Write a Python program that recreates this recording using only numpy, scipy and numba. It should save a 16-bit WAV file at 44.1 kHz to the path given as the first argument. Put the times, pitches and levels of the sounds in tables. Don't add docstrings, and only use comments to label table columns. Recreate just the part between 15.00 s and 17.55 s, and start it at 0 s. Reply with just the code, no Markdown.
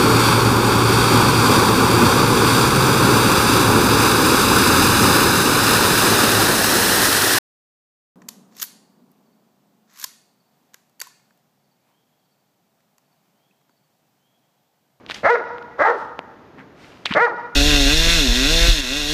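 import sys
import numpy as np
from scipy import signal
from scipy.fft import rfft, irfft
from scipy.io import wavfile
from scipy.ndimage import uniform_filter1d
from numba import njit

SR = 44100
rng = np.random.default_rng(int(sys.argv[2]) if len(sys.argv) > 2 else 0)


def store_pcm(level_fs):
    pcm = np.round(np.clip(level_fs, -1, 1) * 32767).astype(np.int16)
    wavfile.write(sys.argv[1], SR, np.atleast_2d(pcm).T)


N = 112454
T = np.arange(N) / SR


def from_db(db):
    return 10 ** (np.asarray(db) / 20)


def rms_one(x):
    return x / np.sqrt(np.mean(x ** 2) + 1e-20)


def even(x, size=500):
    power = uniform_filter1d(uniform_filter1d(x * x, size), size)
    return x / np.sqrt(np.abs(power) + 1e-12)


def cut(x, hz, kind, order=2):
    return signal.sosfilt(signal.butter(order, hz, kind, fs=SR, output="sos"), x)


def colour(x, points):
    hz, db = np.transpose(points)
    f = np.maximum(np.fft.rfftfreq(2 * N, 1 / SR), 1)
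    gain = from_db(np.interp(np.log(f), np.log(hz), db))
    return irfft(rfft(x, 2 * N) * gain)[:N]


def white(size=N):
    return rng.standard_normal(size)


def noise(points):
    return rms_one(colour(white(), points))


def slow_noise(hz, size=N):
    return rms_one(cut(white(), hz, "low"))[-size:]


def add(out, s, x):
    i = int(s * SR)
    out[i:i + len(x)] += x[:N - i]


def background():
    # hz, level_db
    evening = [(25, -21), (70, -6), (260, -1), (450, -4.5), (1800, -16.5), (2700, -24), (6800, -37),
               (8000, -48.5), (15000, -44)]
    return from_db(-47.5) * noise(evening)


def clicks():
    # start_s, level_db, body_hz, snap_hz, snap_db (against the body)
    hits = [(.064,-18,2430,3960,-1.5), (0.0989,-10.5,1170,2600,-14), (0.583,-16.5,1455,3840,-14),
            (.626,-28,1950,4200,-2), (1.1915,-8,750,2800,-3.5), (2.058,-3.5,1195,3870,2.5),
            (2.132,-12,1910,2400,-6.5)]
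    body_cycles, snap_cycles = 1.54, 2.77
    out, t = np.zeros(N), T[:SR // 20]
    for s, db, body_hz, snap_hz, snap_db in hits:
        body = np.sin(2 * np.pi * body_hz * t) * from_db(-30 * t * body_hz / body_cycles)
        snap = np.sin(2 * np.pi * snap_hz * t) * from_db(-30 * t * snap_hz / snap_cycles)
        add(out, s, from_db(db) * (body - from_db(snap_db) * snap))
    return cut(out, [250, 7000], "band")


def rustles(grain_db=6.5):
    # peak_s, attack_s, decay_s, level_db, band_hz, hiss_db (against the grains)
    swells = [(0.096, 0.0027, 0.0075, -35.5, 3300, -39.5), (0.119, 0.023, 0.0063, -32.5, 2810, -4.5),
              (0.147, 0.0038, 0.0031, -30.5, 4200, -7), (0.167, 0.027, 0.038, -43, 2690, 3),
              (0.989, 0.051, 0.062, -54.5, 2960, 4.5), (1.603, 0.025, 0.023, -42.5, 1530, -17),
              (1.841, 0.061, 0.23, -55.5, 2200, 4.5), (2.058, .004, 0.027, -31.5, 2960, -9),
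              (2.095, 0.0042, 0.0085, -28.5, 2320, -19), (2.117, 0.0078, 0.013, -19.5, 2090, -28),
              (2.138, 0.00096, 0.0073, -19.5, 2870, -36)]
    # hz, level_db
    hiss_curve = [(2000, 10.5), (5000, 5), (9000, -8.5), (16000, -19)]
    out, hiss = np.zeros(N), noise(hiss_curve)
    for s, attack, decay, db, hz, hiss_db in swells:
        grain_size = np.repeat(white(N // 32 + 1), 32)[:N]
        grains = white() * from_db(grain_db * grain_size)
        band = [hz / 2, min(hz * 1.347, SR / 3)]
        friction = rms_one(cut(grains, band, "band", order=3))
        fade = np.where(T < s, ((s - T) / attack) ** 2, (T - s) / decay)
        swell = np.exp(-np.minimum(fade, 20))
        out += from_db(db) * swell * (friction + from_db(hiss_db) * hiss)
    return out


def yard(x):
    # delay_s, level_db
    echoes = [(0.046,-9), (.114,-21), (.15,-23), (.207,-28), (.425,-37)]
    # hz, level_db
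    reflection_curve = [(60, -5.5), (150, 11), (450, -10), (950, 0), (2000, -8), (6000, -4.5),
                        (12000, -34.5)]
    tail_db, t60_s, build_s, smear_s = -21.5, 1.23, 0.12, 0.0033
    tail = rms_one(white() * from_db(-60 * T / t60_s) * (1 - np.exp(-(T / build_s) ** 2)))
    response = from_db(tail_db) * tail / np.sqrt(N)
    for s, db in echoes:
        smear = rms_one(white() * np.exp(-np.minimum(T / smear_s, 20))) / np.sqrt(N)
        add(response, s, from_db(db) * ((T == 0) + 0.34 * smear))
    return colour(signal.fftconvolve(x, response)[:N], reflection_curve)


def folds(pitch, rough):
    jitter, shimmer_db, air_share, wander_share, doubling = 0.08, 6, 2.75, 0.09, 0.33
    wander = slow_noise(119, len(pitch))
    cycles = np.cumsum(pitch * np.exp(wander_share * rough * wander)) / SR
    slip, size = rng.standard_normal((2, 200))
    slips = np.interp(cycles, np.arange(len(slip)), slip)
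    phase = np.maximum.accumulate(cycles + jitter * rough * slips)
    k = np.round(phase).astype(int)
    offset = (phase - k) * SR / pitch
    alternation = 1 + doubling * rough * (-1) ** k
    strength = from_db(shimmer_db * rough * size[k]) * alternation
    pulse = np.sinc(offset / 2) * np.exp(-(offset / 10) ** 2)
    pulses = pulse * strength * np.sqrt(SR / pitch / 2)
    air = white()[:len(pitch)] * (1 + np.cos(2 * np.pi * phase)) / 2
    return air_share * rough * air - pulses


@njit
def resonate(x, hz, width):
    y, r = np.zeros(len(x)), np.exp(-np.pi * width / SR)
    for i in range(2, len(x)):
        drive = (1 - r * r) / 2 * (x[i] - x[i - 2])
        y[i] = drive + 2 * r * np.cos(2 * np.pi * hz[i] / SR) * y[i - 1] - r * r * y[i - 2]
    return y


def disperse(x, hz, width):
    r = np.exp(-np.pi * width / SR)
    a = [1, -2 * r * np.cos(2 * np.pi * hz / SR), r * r]
    return signal.lfilter(a[::-1], a, x)


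def bark(rows, scale, closes_s, fall, rasp_db):
    # centre_hz, width_hz, level_db
    resonances = [(1315,154,5), (1753,117,4), (2112,137,3)]
    # hz, level_db
    rasp_curve = [(600, -42), (2400, 1), (3900, 5.5), (6500, -6.5), (8500, -41), (16000, -24)]
    throat_width_hz, voice_low_hz = 203, 190
    closing_s, closing_db_per_khz = 0.02, 5.5
    chest_hz, chest_db, chest_s = 162, -12, 0.021

    s, *columns = np.transpose(rows)
    t = np.arange(int((s[-1] - s[0]) * SR)) / SR
    pitch, rough, db, throat_hz, open_db = [np.interp(t + s[0], s, c) for c in columns]
    closing = np.clip((t + s[0] - closes_s) / closing_s, 0, 1)
    source = folds(pitch, np.clip(rough, 0, 1))
    shape = scale * (1 - fall * closing)

    throat = resonate(source, throat_hz, throat_width_hz)
    throat = resonate(throat, throat_hz, throat_width_hz * 2)
    throat = cut(throat, voice_low_hz, "high", order=3)

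    mouth = np.zeros(len(t))
    for k, (hz, width, level_db) in enumerate(resonances):
        gain = from_db(level_db - closing_db_per_khz * closing * hz / 1000)
        mouth += (-1) ** k * gain * resonate(source, hz * shape, width)
    mouth = cut(mouth, 2267 * scale, "low", order=10)
    mouth = cut(mouth, 650, "high", order=3)
    for hz, width, _ in resonances:
        mouth = disperse(mouth, hz, 2 * width)

    rasp = cut(source, 2080, "low", order=4) + 1.2 * white()[:len(t)]
    rasp = even(colour(rasp, rasp_curve)[:len(t)])
    rasp = rasp * from_db(2 * slow_noise(119 / 2, len(t)))

    chest = rms_one(cut(white()[:len(t)], [chest_hz / 2, chest_hz * 2], "band", order=3))
    puff = from_db(chest_db) * np.exp(-(t / chest_s) ** 2) * chest
    voice = even(even(throat) + from_db(open_db) * even(mouth))
    return from_db(db) * (cut(voice + from_db(rasp_db) * rasp, voice_low_hz, "high") + puff)


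def barking():
    # time_s, pitch_hz, roughness (0-1), level_db, throat_hz, mouth_db (against throat)
    first_bark = [(.232,124,0.25,-26.5,573,-8), (0.242,179.8,0.54,-21.5,580,-3.5),
                  (0.256,280.3,0.43,-10.5,580,1.5), (.271,339,.45,-5,648,-3.5),
                  (.286,412.5,0.21,-9,715,3.5), (.305,477.3,0.02,-0.5,660,-7), (.32,490.5,0.08,-2,540,-1.5),
                  (0.342,476.2,0.12,-2,477,-11), (.354,461.8,0.8,-5,527,0.5), (.38,423.4,0.7,-17.5,460,-3),
                  (0.442,214.6,0.7,-31.5,390,-8.5)]
    second_bark = [(.783,133.3,0.3,-29.5,545,-0.5), (.806,273.5,0.47,-13.5,556,1.5),
                   (.822,312.5,0.67,-8.5,542,-2.5), (.839,412,0.78,-12.5,704,7.5),
                   (.865,447.6,.25,-6.5,790,-3.5), (.88,468,0.34,-7,574,1), (0.91,488,0.55,-7,510,-1),
                   (0.927,494,0.71,-16.5,500,-6), (.985,301.3,0.96,-31,394,-8)]
    third_bark = [(2.149,210.3,0.21,-22,568,-1), (2.164,290,0.37,-13.5,556,-3),
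                  (2.176,303.8,0.51,-6.5,546,0), (2.189,378.8,0.26,-10,676,1.5),
                  (2.21,458.9,0.027,-8.5,630,5), (2.229,484,0.017,-4,650,1),
                  (2.256,475.1,0.061,-2.5,575,-1.5), (2.268,419.6,0.78,-9.5,556,11),
                  (2.284,349,0.38,-12.5,520,9.5), (2.297,292.3,0.89,-25,443.4,-8),
                  (2.347,207.4,0.95,-28,374.4,-11.5)]
    # resonance scale, jaw_closes_s, share by which resonances then fall, rasp_db
    mouths = [(0.991,.32,0.013,-30.5), (0.927,0.867,.08,-32), (0.986,2.252,0.32,-32)]
    dog = np.zeros(N)
    for rows, mouth in zip((first_bark, second_bark, third_bark), mouths):
        add(dog, rows[0][0], bark(rows, *mouth))
    return dog


def bumps():
    # peak_s, length_s, level_db, band_hz
    knocks = [(1.585, 0.06, -44.5, 262), (2.114, 0.0057, -21.5, 190)]
    out = np.zeros(N)
    for s, length, db, hz in knocks:
        swell = np.exp(-np.minimum(((T - s) / length) ** 2, 20))
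        thud = even(cut(white(), [hz / 2, hz * 1.58], "band", order=4))
        out += from_db(db) * swell * thud
    return out


def fabric_zip():
    # time_s, ribs_per_s (before the unevenness), level_db
    rub = [(2.054,3100,-33), (2.056,3250,-19.5), (2.059,4400,-29), (2.07,2700,-28), (2.081,1940,-39)]
    s, rate, db = np.transpose(rub)
    uneven = 1 + 0.047 * slow_noise(880)
    ribs = np.cumsum(np.interp(T, s, rate) * uneven) / SR
    level = from_db(np.interp(T, s, db, left=-200, right=-200))
    return level * np.sqrt(2) * np.sin(2 * np.pi * ribs)


def scene():
    dog = barking()
    near = clicks() + rustles() + fabric_zip() + bumps()
    reflections = yard(dog + 0.19 * near)
    return (dog + near + reflections + background())[None]


def record(dry):
    limit_db, release_db_per_s, attack_s, ceiling = -13.5, 75.5, 0.0077, 0.73
    level = 10 * np.log10(np.abs(uniform_filter1d(dry[0] ** 2, size=300)) + 1e-12)
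    release = release_db_per_s * T
    over = np.maximum.accumulate(np.maximum(level - limit_db, 0) + release) - release
    r = np.exp(-1 / (attack_s * SR))
    ducking_db = signal.lfilter([1 - r], [1, -r], over)
    x = dry * from_db(-ducking_db)
    x = x / (1 + (x / ceiling) ** 8) ** (1 / 8)
    x = cut(x, 45, "high")
    return signal.sosfilt(signal.cheby2(12, 60, 15800, fs=SR, output="sos"), x)


dry = scene()
out = record(dry)
store_pcm(out)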